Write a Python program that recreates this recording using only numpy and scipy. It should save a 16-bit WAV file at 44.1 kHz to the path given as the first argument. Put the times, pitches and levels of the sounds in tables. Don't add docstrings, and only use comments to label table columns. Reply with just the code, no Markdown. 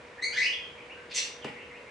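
import sys
import numpy as np
from scipy import signal
from scipy.fft import rfft, irfft
from scipy.io import wavfile

SR = 44100
rng = np.random.default_rng(int(sys.argv[2]) if len(sys.argv) > 2 else 0)


def wrap_up_sound(samples):
    columns = np.atleast_2d(samples).T
    tamed = np.clip(columns, -1, 1)
    steps = np.round(tamed * 32767).astype(np.int16)
    wavfile.write(sys.argv[1], SR, steps)


N = 83790

# t/s, pitch f/Hz, level/dB
SQUEAK = [(.213, 1822, -51), (.226, 2027, -28.5), (.24, 2120, -26), (.258, 2220, -31), (.283, 2303, -41.5),
          (.305, 2317, -57), (.345, 2384, -36)]
# t/s, pitch f/Hz, level/dB, roughness (0 = smooth, 1 = fully rough, slightly more allowed)
SQUEAL = [(.325, 1512, -33, 0.75), (.357, 1650, -30.5, 1.06), (.372, 1988, -24, 1.1),
          (.4, 2045, -22.5, 0.7), (.424, 2153, -24, 0.9), (.434, 2352, -24, 1.07),
          (.457, 2400, -28.5, 0.81), (.468, 2856, -27, 0.54), (.498, 2910, -45, 0.34),
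          (.52, 2700, -35, 0.8)]
# t/s, pitch f/Hz, level/dB
WHISTLE = [(.522, 3120, -36.5), (.533, 3347, -37.5), (.553, 3300, -45), (.573, 3460, -52), (.6, 3262, -53),
           (.645, 3150, -43.5), (.68, 3130, -69), (.715, 3250, -63), (.74, 3110, -71)]
SQUEAK_OVERTONES = [-4.5, -11.5, -18.5]
SQUEAL_OVERTONES = [-12, -28, -28.5]
THIN_OVERTONES = [-42]
# f/Hz, level/dB
THROAT_COLOUR = [(1200, -25.5), (1800, -2.5), (2300, 0), (3450, 3), (3750, -5), (4200, 1.5), (5100, 4.5),
                 (5600, -10), (6200, -3.5), (7500, -4), (8600, -3), (10200, -9)]
# t/s, body level/dB, shrill top level/dB, centre of the top f/Hz
RASP = [(1.092, -60, -76, 5925), (1.118, -35.5, -71, 5940), (1.134, -43.5, -56, 6216),
        (1.148, -38, -32, 6200), (1.163, -32.5, -27.5, 6264), (1.18, -25.5, -28, 5756),
        (1.197, -32.5, -43, 5790), (1.214, -37, -60, 5500), (1.24, -60, -58, 5460), (1.26, -69, -72, 5600)]
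# f/Hz, width f/Hz, relative level/dB
RASP_RESONANCES = [(2110, 670, -4.5), (2670, 610, -1.5), (3540, 920, -1), (4470, 1160, 0.5)]
# start t/s, length t/s, first pitch f/Hz, last pitch f/Hz, level/dB
PEEPS = [(0.179, 0.025, 1808, 1950, -45.5), (0.774, 0.042, 2592, 2157, -50),
         (0.819, .016, 2870, 2810, -54.5), (0.892, 0.043, 2262, 2880, -47), (0.951, 0.071, 1514, 1560, -55),
         (1.414, 0.038, 3703, 2482, -50.5), (1.44, 0.0344, 2920, 2442, -46), (1.459, .03, 2322, 1948, -45),
         (1.55, 0.05, 2022, 2222, -49), (1.579, 0.0627, 2525, 2885, -52), (1.701, .025, 2166, 1960, -49),
         (1.734, 0.049, 1986, 2928, -52), (1.856, 0.045, 2020, 2416, -52)]
# t/s, level/dB
BUMPS = [(1.4453, -29), (1.455, -38), (1.483, -38.5)]
# f/Hz, relative level/dB, time to fall 60 dB t/s
BUMP_MODES = [(137, -6.5, 0.064), (229, -4.5, 0.11), (269, -3, 0.052), (372, -3, 0.043),
              (444.3, -0.5, 0.074), (515, -1.5, 0.054), (626, -6, 0.031), (864, -0.5, 0.026)]
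# f/Hz, level/dB
FAN_TONES = [(482, -55.5), (523, -66), (601, -65.5), (975, -66.5)]
# f/Hz, relative level/dB
AIR_COLOUR = [(25, -31), (45, -16), (70, -4.5), (110, -8.5), (170, -9), (250, -7), (330, -7.5), (430, -2.5),
              (560, -5), (750, -10), (1000, -8.5), (1300, -11), (2200, -8.5), (3200, -18.5), (4500, -24.5),
              (7000, -30), (9800, -35.5), (11500, -44), (16000, -91)]
# f/Hz, time to fall 60 dB t/s
ROOM_T60 = [(200, 0.37), (700, .33), (2200, .52), (3200, 0.48), (5000, 0.43), (9000, 0.39)]
# f/Hz, side level/dB relative to the middle
ROOM_SIDE = [(200, -15), (600, -15), (1100, 0.5), (2000, -5), (3200, -1), (5000, -7), (9000, -0.5)]

SQUEAK_ROUGH, WHISTLE_ROUGH, PEEP_ROUGH = 0.38, 0.444, 0.72
FLUTTER_HZ, FLUTTER_DEPTH, SHIMMER_DB = 247.2, 0.125, 1
EDGE_S = 0.0017
HISS_DB, HISS_HZ, HISS_WIDTH_HZ = -12.5, 5790, 1000
TOP_WIDTH_HZ, RATTLE_HZ, RATTLE_DB = 657, 302, 1.7
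BEAK_HZ, BEAK_WIDTH_HZ, BEAK_DB = 7100, 2650, -5
SCUFF_DB, SCUFF_HZ, SCUFF_WIDTH_HZ, SCUFF_T60_S = -3, 1140, 2100, 0.035
BUMP_LOW_HZ = 85
TONE_WAVER_DB, TONE_LEVEL_HZ = 1, 10.4
TONE_DRIFT, TONE_DRIFT_HZ = 0.00399, 7.5
AIR_DB, AIR_WIDE_HZ, AIR_SIDE = -50.5, 1100, 0.6
CALL_WET_DB, CALL_DIRECT_DB = -2.5, -5.5
PEEP_WET_DB, PEEP_DIRECT_DB = 1.5, 0
BUMP_WET_DB, BUMP_DIRECT_DB = -3, -2.5
FIRST_ECHO_S = 0.0024
TREBLE_HZ, TOP_HZ = 10190, 16000


def syrinx(pitch_hz, rough, overtones_db):
    flutter = rough * FLUTTER_DEPTH * np.tanh(walk(FLUTTER_HZ))
    phase = turn(pitch_hz * (1 + flutter))
    tone = np.sin(phase)
    for number, db in enumerate(overtones_db, start=2):
        tone = tone + undb(db) * np.sin(number * phase)
    shimmer = unit(undb(rough * SHIMMER_DB * walk(FLUTTER_HZ)))
    return np.sqrt(2) * tone * shimmer


def call(rows, rough, overtones_db):
    pitch_hz, level_db = curves(rows)[:2]
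    hiss = undb(HISS_DB) * rough ** 2 * band(HISS_HZ, HISS_WIDTH_HZ)
    voice = syrinx(pitch_hz, rough, overtones_db) + hiss
    shaped = voice * undb(level_db) * gate(rows[0][0], rows[-1][0])
    throat = undb(on_log(np.maximum(frequencies(), 1), THROAT_COLOUR))
    return irfft(rfft(shaped) * throat, N)


def rasp():
    body_db, top_db, top_hz = curves(RASP)
    body = unit(sum(undb(db) * band(hz, width) for hz, width, db in RASP_RESONANCES))
    phase = turn(top_hz + TOP_WIDTH_HZ / 2 * walk(FLUTTER_HZ))
    beak = undb(BEAK_DB) * band(BEAK_HZ, BEAK_WIDTH_HZ)
    top = unit(np.sqrt(2) * np.sin(phase) + beak)
    rattle = unit(undb(RATTLE_DB * walk(RATTLE_HZ)))
    return (undb(body_db) * body + undb(top_db) * top) * rattle * gate(RASP[0][0], RASP[-1][0])


def peeps():
    out = 0
    for start, length, first_hz, last_hz, db in PEEPS:
        progress = np.clip((times() - start) / length, 0, 1)
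        swell = np.sqrt(np.abs(np.sin(np.pi * progress)))
        pitch_hz = first_hz + (last_hz - first_hz) * progress
        out = out + undb(db) * swell * syrinx(pitch_hz, PEEP_ROUGH, THIN_OVERTONES)
    return out


def bump():
    out = 0
    for start, db in BUMPS:
        age = np.maximum(times() - start, 0)
        ring = 0
        for k, (hz, mode_db, t60) in enumerate(BUMP_MODES):
            sign = (-1) ** k
            ring = ring + sign * undb(mode_db) * np.sin(2 * np.pi * hz * age) * decay(age, t60)
        scuff = undb(SCUFF_DB) * band(SCUFF_HZ, SCUFF_WIDTH_HZ) * decay(age, SCUFF_T60_S) * (age > 0)
        out = out + undb(db) * (ring + scuff)
    return highpass(out, BUMP_LOW_HZ, order=2)


def room(x, wet_db, direct_db):
    t, f = times(), frequencies()
    edges = [0, 350, 700, 1400, 2600, 3800, 6500, SR / 2]
    spectra = rfft(rng.standard_normal((2, N)))
    tail = 0
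    for low, high in zip(edges, edges[1:]):
        centre = (low + high) / 2
        fade = decay(t, on_log(centre, ROOM_T60)) * (t > FIRST_ECHO_S)
        in_band = (f >= low) & (f < high)
        mid, side = irfft(spectra * in_band, N) * fade / np.sqrt(np.sum(fade ** 2))
        tail = tail + stereo(mid, side * undb(on_log(centre, ROOM_SIDE)))
    echoes = signal.fftconvolve(x[None], tail, axes=1)[:, :N]
    return undb(direct_db) * x + undb(wet_db) * echoes


def fan():
    def colour(f):
        return undb(on_log(f, AIR_COLOUR))

    spread = AIR_SIDE * np.minimum(frequencies() / AIR_WIDE_HZ + 0.08, 1)
    air = stereo(noise(colour), irfft(rfft(noise(colour)) * spread, N))
    hum = 0
    for hz, db in FAN_TONES:
        level = undb(db + TONE_WAVER_DB * walk(TONE_LEVEL_HZ))
        phase = turn(hz * (1 + TONE_DRIFT * walk(TONE_DRIFT_HZ)))
        hum = hum + level * np.sqrt(2) * np.sin(phase)
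    return undb(AIR_DB) * air + hum


def undb(db):
    return 10 ** (np.asarray(db) / 20)


def unit(x):
    return x / np.sqrt(np.mean(x ** 2))


def times():
    return np.arange(N) / SR


def frequencies():
    return np.fft.rfftfreq(N, 1 / SR)


def turn(hz):
    return 2 * np.pi * np.cumsum(hz) / SR


def decay(age, t60):
    return np.exp(-np.log(1000) * age / t60)


def curves(rows):
    at, *columns = np.array(rows, float).T
    return [np.interp(times(), at, column) for column in columns]


def gate(start, end):
    return np.clip(np.minimum(times() - start, end - times()) / EDGE_S, 0, 1)


def noise(shape):
    gain = shape(frequencies() + 1e-3)
    return unit(irfft(rfft(rng.standard_normal(N)) * gain, N))


def walk(hz):
    return noise(lambda f: np.exp(-(f / hz) ** 2 / 2))


def band(hz, width_hz):
    return noise(lambda f: 1 / (1 + ((f / hz - hz / f) * hz / width_hz) ** 2))


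def on_log(f, rows):
    hz, value = np.array(rows, float).T
    return np.interp(np.log(f), np.log(hz), value)


def stereo(mid, side):
    return np.array([mid + side, mid - side])


def highpass(x, hz, order):
    return signal.sosfilt(signal.butter(order, hz, "high", fs=SR, output="sos"), x)


def scene():
    squeak = call(SQUEAK, SQUEAK_ROUGH, SQUEAK_OVERTONES)
    squeal = call(SQUEAL, curves(SQUEAL)[2], SQUEAL_OVERTONES)
    whistle = call(WHISTLE, WHISTLE_ROUGH, THIN_OVERTONES)
    calls = room(squeak + squeal + whistle + rasp(), CALL_WET_DB, CALL_DIRECT_DB)
    soft_peeps = room(peeps(), PEEP_WET_DB, PEEP_DIRECT_DB)
    knock = room(bump(), BUMP_WET_DB, BUMP_DIRECT_DB)
    return calls + soft_peeps + knock + fan()


def record(dry):
    dull = signal.sosfilt(signal.butter(8, TREBLE_HZ, fs=SR, output="sos"), dry)
    return signal.sosfilt(signal.ellip(8, 0.2, 70, TOP_HZ, fs=SR, output="sos"), dull)


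dry = scene()
out = record(dry)
wrap_up_sound(out)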